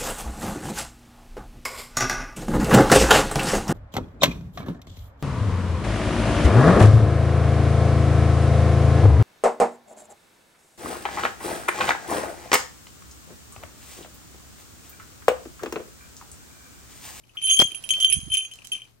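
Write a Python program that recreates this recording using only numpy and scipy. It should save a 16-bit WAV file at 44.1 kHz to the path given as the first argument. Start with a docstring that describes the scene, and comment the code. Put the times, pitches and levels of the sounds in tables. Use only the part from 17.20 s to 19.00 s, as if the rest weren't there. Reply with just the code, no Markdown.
"""A living room: two small pellet bells jingle close to the microphone as a dog moves on a sofa and leaves.
Each pellet blow restarts the rings and adds a short clack of the shells; the fittings tick dryly.
Fur and cloth rustle over room air and a faint hum.
Something brushes the right microphone port once, and soft thuds reach it later."""
import sys
import numpy as np
from scipy import signal
from scipy.fft import rfft, irfft
from scipy.io import wavfile
from scipy.ndimage import uniform_filter1d

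SR = 44100
rng = np.random.default_rng(int(sys.argv[2]) if len(sys.argv) > 2 else 0)


def store_pcm(level_fs):
    """Save levels as 16-bit WAV."""
    pcm = np.round(np.clip(level_fs, -1, 1) * 32767).astype(np.int16)
    wavfile.write(sys.argv[1], SR, np.atleast_2d(pcm).T)


N = 79380

# Pellet blows. Each row: start in seconds, ring level in dB, higher bell's share (0-1) of the lowest mode,
# offsets in dB for second partial, third partial, clack and tick, t60 in seconds, lowest mode L-R in dB.
BLOWS = [(0.1701, -22.5, 0.54, -45, -35, -9.5, -37, 0.07, 3.5), (0.216, -32, 1, -17, -5, 3.5, -8, 0.16, 1),
         (0.2238, -25.5, 0.062, -24, 0, -25, -9, 0.17, 2),
         (0.2364, -25, 0.11, -16.5, 7, -1, -35, 0.88, 0.5), (0.271, -23.5, 0.044, -14, 4, -3, 1.5, 0.16, 7),
         (0.2823, -16.5, 0.21, -23, 0, -6.5, -22, 0.17, -3),
         (0.296, -16.5, 0.98, -4, -6.5, -1.5, -5.5, 0.14, -4),
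         (0.306, -9, 0.32, -16, -5.5, -6, -26, 0.23, 4.5),
         (0.3136, -18.5, 0.95, -4.5, 5.5, -16, -18, 0.56, 1.5),
         (0.338, -21.5, 0.47, -5, 3.5, 3, -2, 0.38, 3), (0.371, -16, 0.99, -25, -8, -36, -4.5, 0.11, 30),
         (0.3898, -6, 1, -23.5, -13.5, -14, -8.5, 0.18, 3.5), (0.438, -17, 1, -6, -4, -15, -6.5, 0.081, 32),
         (0.471, -27.5, 0.19, -23, 2, -12, -10, 0.082, -6), (0.5078, -37, 0.38, -17, -4, 4, -9, 0.13, 6),
         (0.517, -27, 0.19, -25, -0.5, -5, -22, 0.046, -30),
         (0.546, -35, 0.47, -14.5, 12.5, 9, 2, 0.14, -5),
         (0.6384, -32.5, 0.35, -25, 4.5, 5.5, 0, 0.11, -18),
         (0.6903, -23.5, 0.3, -10, -4.5, 3, 2.5, 0.097, -2),
         (0.7052, -12.5, 0.57, -9.5, -0.5, -6.5, -9, 0.087, 10),
         (0.7371, -22, 0.52, -37, -11.5, 4, -1.5, 0.3, -3.5),
         (0.802, -18.5, 0.34, -12.5, -4, -3.5, -1.5, 0.21, -2),
         (0.825, -13, 0.32, -21.5, -5.5, -34, -12, 0.1, -6),
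         (0.8455, -5, 0.69, -22.5, -4.5, -24, -23, 0.065, -0.5),
         (0.868, -21, 0.29, -10, -12.5, -10.5, -41, 0.33, -24),
         (0.8986, -19.5, 0.8, -26.5, 5, 1.5, -28, 0.11, 18),
         (0.905, -25.5, 0.3, -13, 12, -6, -28, 0.059, 21), (0.925, -18.5, 0.25, -26, 14, 4, 2, 0.12, 6.5),
         (0.947, -34, 0.81, -5.5, 2.5, -12, -18, 0.34, 7), (1.003, -42, 0.62, -8.5, 5.5, 5, 10, 0.53, 6),
         (1.1, -32.5, 0.036, -25, 1, -7.5, -11.5, 0.22, 3.5),
         (1.117, -20, 0.055, -21, -7, -5.5, -25.5, 0.8, 6.5),
         (1.139, -19.5, 0.53, -12, 3.5, -5.5, -10.5, 0.21, 2),
         (1.147, -16.5, 0.07, -27, -4.5, 3, -18, 0.025, 12),
         (1.17, -16, 0.094, -16, 4.5, -4, -6.5, 0.1, -0.5),
         (1.206, -28.5, 0.059, -23.5, -1, 5.5, -23, 0.16, -4),
         (1.22, -32, 0.13, -7.5, 7, -12, -16, 0.14, 3.5), (1.249, -30, 0.87, -9, -13, 5, -3.5, 0.083, -1),
         (1.313, -36.5, 0.099, -14, -6.5, 2.5, -1, 0.14, 4),
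         (1.445, -39.5, 0.26, -12, 2, -1.5, 2, 0.059, 16),
         (1.518, -17.5, 0.025, -23, -3.5, -5.5, -19, 0.079, 3.5),
         (1.5495, -27.5, 0.12, -27, -18, 1.5, -18, 0.082, 0),
         (1.618, -34.5, 0.37, -25.5, -21, 3, -15, 0.041, 2.5)]


def undb(db):
    """Decibels to gain."""
    return 10 ** (np.asarray(db) / 20)


def clock():
    """Sample times in seconds."""
    return np.arange(N) / SR


def pan(side_db):
    """Stereo gains of unit mean power for an L-R difference."""
    gains = undb(np.array([[side_db], [-side_db]]) / 2)
    return gains / np.sqrt(np.mean(gains ** 2))


def left_gain(db):
    """Stereo gains: left at db, right at unity."""
    return np.array([[undb(db)], [1]])


def noise(colour):
    """Uncorrelated stereo noise, rms 1, shaped by (Hz, dB) points."""
    hz, db = np.array(colour, float).T
    bins_hz = np.maximum(np.fft.rfftfreq(N, 1 / SR), 1)
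    shape = undb(np.interp(np.log(bins_hz), np.log(hz), db))
    x = irfft(rfft(rng.standard_normal((2, N))) * shape, N)
    return x / x.std()


def burst(start_s, decay_s):
    """Instant rise, exponential fall."""
    age = clock() - start_s
    return (age >= 0) * np.exp(-np.clip(age / decay_s, 0, 60))


def swell(centre_s, sigma_s):
    """Gaussian envelope."""
    return np.exp(-.5 * ((clock() - centre_s) / sigma_s) ** 2)


def wander(per_s):
    """Smooth random motion per channel, spread near 1."""
    hold = int(SR / per_s)
    steps = rng.standard_normal((2, N // 50))[:, np.arange(N) // hold]
    return 1.145 * uniform_filter1d(steps, size=hold, axis=1)


def pushes(rows):
    """Contacts, each a brief pressure oscillation."""
    t = clock()
    return sum(undb(db) * swell(s, sigma_s) * np.sin(2 * np.pi * hz * (t - s))
               for s, db, hz, sigma_s in rows)


def background():
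    """Room air and a faint hum."""
    air_hz_db = [(15, -33.5), (25, -4.5), (145, -12), (335, -19.5), (1890, -33.5), (3920, -35.5),
                 (10400, -37.5), (12900, -31.5), (16000, -51.5)]
    hum_hz = 115.8
    air = undb(-61.5) * noise(air_hz_db) * pan(5)
    hum = undb(-65.5) * np.sqrt(2) * np.sin(2 * np.pi * hum_hz * clock())
    return air + hum


def rustle():
    """Fur and cloth slide: noise with a grainy level."""
    # Each row: time in seconds, level in dB.
    contour = [(0, -68.5), (.19, -60), (.29, -52.5), (.5, -52), (.6, -53.5), (0.789, -49.5), (.9, -53),
               (1.019, -56), (1.15, -56.5), (1.28, -58.5), (1.36, -58.5), (1.551, -55.5), (1.7, -63.5),
               (1.8, -74.5)]
    # Each row: frequency in Hz, level in dB.
    colour = [(30, -1), (200, -0.5), (400, -6), (900, -8), (1800, -10), (5000, -11), (9000, -15),
              (15000, -26)]
    t = clock()
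    times_s, db = np.array(contour).T
    grain_db = 2.92 * np.interp(t, np.linspace(0, N / SR, N // 200), rng.standard_normal(N // 200))
    return undb(np.interp(t, times_s, db) + grain_db) * noise(colour) * left_gain(1.5)


def clacks():
    """The pellet strikes damped shell modes, differently at each spot, then rolls on lightly."""
    # Rebounds that leave the ring running. Each row: start in seconds, level in dB.
    rebounds = [(.037, -45), (.0935, -40.5), (.178, -30), (.186, -33), (.1965, -40), (.9075, -27),
                (.9135, -34), (.919, -18), (.9315, -21), (1.013, -39), (1.031, -43), (1.1535, -22),
                (1.178, -22.5), (1.186, -20), (1.387, -36), (1.419, -37.5), (1.555, -30.5), (1.563, -38.5),
                (1.576, -31.5), (1.599, -37), (1.651, -40)]
    # Each row: frequency in Hz, level in dB, t60 in seconds, L-R in dB.
    modes = [(2370, -5, 0.018, 9.5), (2502, -1, 0.029, 27), (2634, -1, 0.02, 10.5),
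             (2790, -3.5, 0.022, -3.5), (3003, 4, 0.015, 8), (6088, -16.5, 0.057, -7.5),
             (9200, -6.5, 0.011, -17), (10500, -12, 0.035, -12), (11900, -34.5, .025, -13)]
    trim_db, scatter_hz, attack_s = -4, 42, 0.0012
    roll_per_s, roll_db, roll_decay_s = 150, -11, 0.021
    out, age = np.zeros((2, N)), clock()[:SR // 6]
    hits = [(start_s, db + clack_db) for start_s, db, _, _, _, clack_db, *_ in BLOWS] + list(rebounds)
    for (start_s, db), spot in zip(hits, rng.standard_normal((len(hits), len(modes), 3))):
        shell = np.zeros((2, len(age)))
        for (hz, mode_db, t60_s, side_db), (detune, phase, right_rad) in zip(modes, spot):
            angle = 2 * np.pi * (hz + scatter_hz * detune) * age + np.pi * phase
            wave = np.sin(angle + np.array([[0], [right_rad]]))
            shell += undb(mode_db - 60 * age / t60_s) * pan(side_db) * wave
        shell *= 1 - np.exp(-age / attack_s)
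        impacts = (rng.random(len(age)) < roll_per_s / SR) * undb(roll_db) * np.exp(-age / roll_decay_s)
        impacts[0] = 1  # the hit itself
        clack = signal.fftconvolve(shell, impacts[None], axes=1)[:, :len(age)]
        i = int(start_s * SR)
        out[:, i:i + len(age)] += undb(trim_db + db) * clack[:, :N - i]
    return out


def room(x):
    """Short reflections of a furnished room."""
    # Each row: frequency in Hz, level in dB.
    colour = [(200, -8.5), (2600, -3.5), (3200, -0.5), (6500, 3), (10000, -0.5), (16000, -13)]
    delay_s, t60_s, wet_db = 0.0015, 0.2, -7.5
    tail = noise(colour) * burst(delay_s, t60_s / np.log(1000))
    tail /= np.sqrt(np.sum(tail ** 2, axis=1, keepdims=True))
    return undb(wet_db) * signal.fftconvolve(x, tail, axes=1)[:, :N]


def scuffs():
    """Cloth scuffs: brief swells of dull noise."""
    # Each row: centre in seconds, level in dB, spectral peak in Hz, sigma in seconds.
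    rubs = [(0.16, -51, 1352, 0.0085), (0.52, -47.5, 380, 0.0085), (0.788, -45, 600, 0.0054),
            (0.931, -43, 292, .015)]
    cloth = sum(undb(db) * swell(s, sigma_s) * noise([(hz / 4, -16), (hz, 0), (hz * 2.2, -20)])
                for s, db, hz, sigma_s in rubs)
    return cloth * left_gain(-4)


def jingle():
    """Each blow arrests the ring and starts a new one, slightly detuned; the two bells beat and sway."""
    # One row per bell: lowest partial, second, third, its close twin and top partial, in Hz.
    modes_hz = [(3107, 6520, 10055, 9962, 15460), (3206.4, 6480, 10195, 10030, 15420)]
    # One row per bell: weights of the same modes in dB.
    modes_db = [(0, -0.63, -5, -12.5, -33), (0, -0.62, -13.5, -12, -36.5)]
    t60_ratios = [1, 1.0, 0.98, 0.95, 0.53]
    trim_db, attack_s, arrest_s, detune, kick_rad = -1, 0.0012, 0.0012, 0.0025, 0.83
    port_rad = np.array([[0], [0.82]])  # the ring reaches the right port first
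    # The swinging bells turn: each mode's level and phase wander at each port.
    sway_per_s, sway_db, sway_rad = 45, [0.78, 1.7, 2.7, 3.2, 3.0], [0.71, 0.99, 0.79, 0.88, 1.1]
    t, out = clock(), np.zeros((2, N))
    draws = rng.standard_normal((len(BLOWS), *np.shape(modes_hz), 2))
    phase = rng.uniform(0, 2 * np.pi, np.shape(modes_hz))
    sway = [[(undb(db * wander(sway_per_s)), rad * wander(sway_per_s))
             for db, rad in zip(sway_db, sway_rad)] for _ in modes_hz]
    ends_s = [blow[0] for blow in BLOWS[1:]] + [N / SR]
    for blow, end_s, draw in zip(BLOWS, ends_s, draws):
        start_s, db, share, second_db, third_db, _, _, t60_s, side_db = blow
        span = slice(int(start_s * SR) + 1, int((end_s + 10 * arrest_s) * SR))
        age = t[span] - start_s
        gate = (1 - np.exp(-age / attack_s)) * np.exp(-np.maximum(t[span] - end_s, 0) / arrest_s)
        share = np.clip(share, .02, .98)
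        second = undb(second_db) * left_gain(-12.5)
        third = undb(third_db) * left_gain(-18)
        for bell, weight in enumerate(np.sqrt([1 - share, share])):
            gains = [weight * pan(side_db), second, third, third, left_gain(-20.5)]
            for mode, t60_ratio in enumerate(t60_ratios):
                sway_gain, drift_rad = sway[bell][mode]
                rad_per_s = 2 * np.pi * modes_hz[bell][mode] * (1 + detune * draw[bell, mode, 0])
                phase[bell, mode] += kick_rad * draw[bell, mode, 1]
                wave = np.sin(rad_per_s * age + phase[bell, mode] + drift_rad[:, span] + port_rad)
                envelope = gate * sway_gain[:, span] * undb(-60 * age / (t60_s * t60_ratio))
                level = np.sqrt(2) * undb(trim_db + db + modes_db[bell][mode]) * gains[mode]
                out[:, span] += level * envelope * wave
                phase[bell, mode] += rad_per_s * (end_s - start_s)
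    return out


def ticks(ring):
    """Contact noise of blows, fittings and light pellet bounces that follow the ring's level."""
    # Each row: start in seconds, level in dB.
    fitting_hits = [(0.3142, -20.5), (0.626, -35), (1.131, -27), (1.135, -33), (1.1475, -45),
                    (1.154, -21.5), (1.337, -32.5), (1.357, -34.5), (1.4499, -33), (1.4552, -41),
                    (1.4713, -27.5), (1.534, -28)]
    # Each row: frequency in Hz, level in dB.
    colour = [(300, -24.5), (1500, -23), (2500, 1.5), (4400, -2), (6700, 0.5), (8200, 0), (10000, -2.5),
              (11400, -3), (12200, -5), (13200, -7), (16000, -12)]
    blow_trim_db, pellet_decay_s = -1.5, 0.0017
    bounces_per_s, spread_db, rattle_db = 320, 4, -31
    blows = sum(undb(blow_trim_db + db + tick_db) * burst(start_s, pellet_decay_s)
                for start_s, db, _, _, _, _, tick_db, _, _ in BLOWS)
    fittings = sum(undb(db) * burst(start_s, decay_s=0.0016) for start_s, db in fitting_hits)
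    bounces = (rng.random(N) < bounces_per_s / SR) * undb(spread_db * rng.standard_normal(N))
    bounce_decays = signal.lfilter([1], [1, -np.exp(-1 / (pellet_decay_s * SR))], bounces)
    ring_rms = np.sqrt(np.abs(uniform_filter1d(np.mean(ring ** 2, axis=0), size=400)))
    rattle = undb(rattle_db) * ring_rms * bounce_decays
    return np.sqrt(blows ** 2 + fittings ** 2 + rattle ** 2) * noise(colour) * left_gain(-12.5)


def brush():
    """Something bumps and scrapes across the right port."""
    # Each row: centre in seconds, level in dB, frequency in Hz, sigma in seconds.
    bumps = [(.3976, -10.5, 259.8, 0.0009), (.4012, -5.5, 5050, 0.00023), (.4195, -6, 1240, 0.00031),
             (.4246, -9.5, 237, 0.0012), (.453, -25, 126, 0.0018)]
    # Each row: start in seconds, level in dB, decay in seconds.
    scrapes = [(0.397, -24.5, 0.0024), (0.4015, -10.5, 0.00043), (0.4049, -17.5, 0.0049),
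               (0.411, -25.5, 0.016), (0.415, -19, 0.0017), (0.4188, -10, 0.0028), (0.4253, -19, 0.0015)]
    # Each row: frequency in Hz, level in dB.
    colour = [(60, -32), (200, -6), (600, -2), (1400, -9.5), (2500, -4), (5500, -11.5), (8000, -12.5),
              (15000, -25.5)]
    envelope = sum(undb(db) * burst(start_s, decay_s) for start_s, db, decay_s in scrapes)
    return (pushes(bumps) + envelope * noise(colour)) * left_gain(-34)


def thuds():
    """Soft, low contacts reach the right port."""
    # Each row: centre in seconds, level in dB, frequency in Hz, sigma in seconds.
    contacts = [(.912, -37.5, 70.9, 0.01), (.958, -35, 131, 0.0081), (.971, -20, 132, 0.0027),
                (.985, -24.5, 74.6, 0.0052), (.991, -27, 167.3, 0.0015), (1.035, -28.5, 131, 0.0028),
                (1.055, -38.5, 65.6, 0.036), (1.073, -31, 161, 0.00505), (1.081, -31.5, 269, 0.0022),
                (1.111, -29, 91, 0.0036), (1.142, -36.5, 70.5, 0.0085)]
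    return pushes(contacts) * left_gain(-31)


def scene():
    """Bells and fittings in the room, contacts at the port, cloth and room air."""
    ring = jingle()
    knocks = clacks() + ticks(ring)
    reflections = room(undb(-3) * ring + knocks)
    return ring + knocks + reflections + brush() + thuds() + rustle() + scuffs() + background()


def record(dry):
    """Soft peak limiting, then a steep low-pass."""
    ceiling, cutoff_hz = 0.78, 16300
    limited = dry / (1 + (dry / ceiling) ** 6) ** (1 / 6)
    return signal.sosfilt(signal.ellip(10, .2, 70, cutoff_hz, fs=SR, output="sos"), limited)


dry = scene()
out = record(dry)
store_pcm(out)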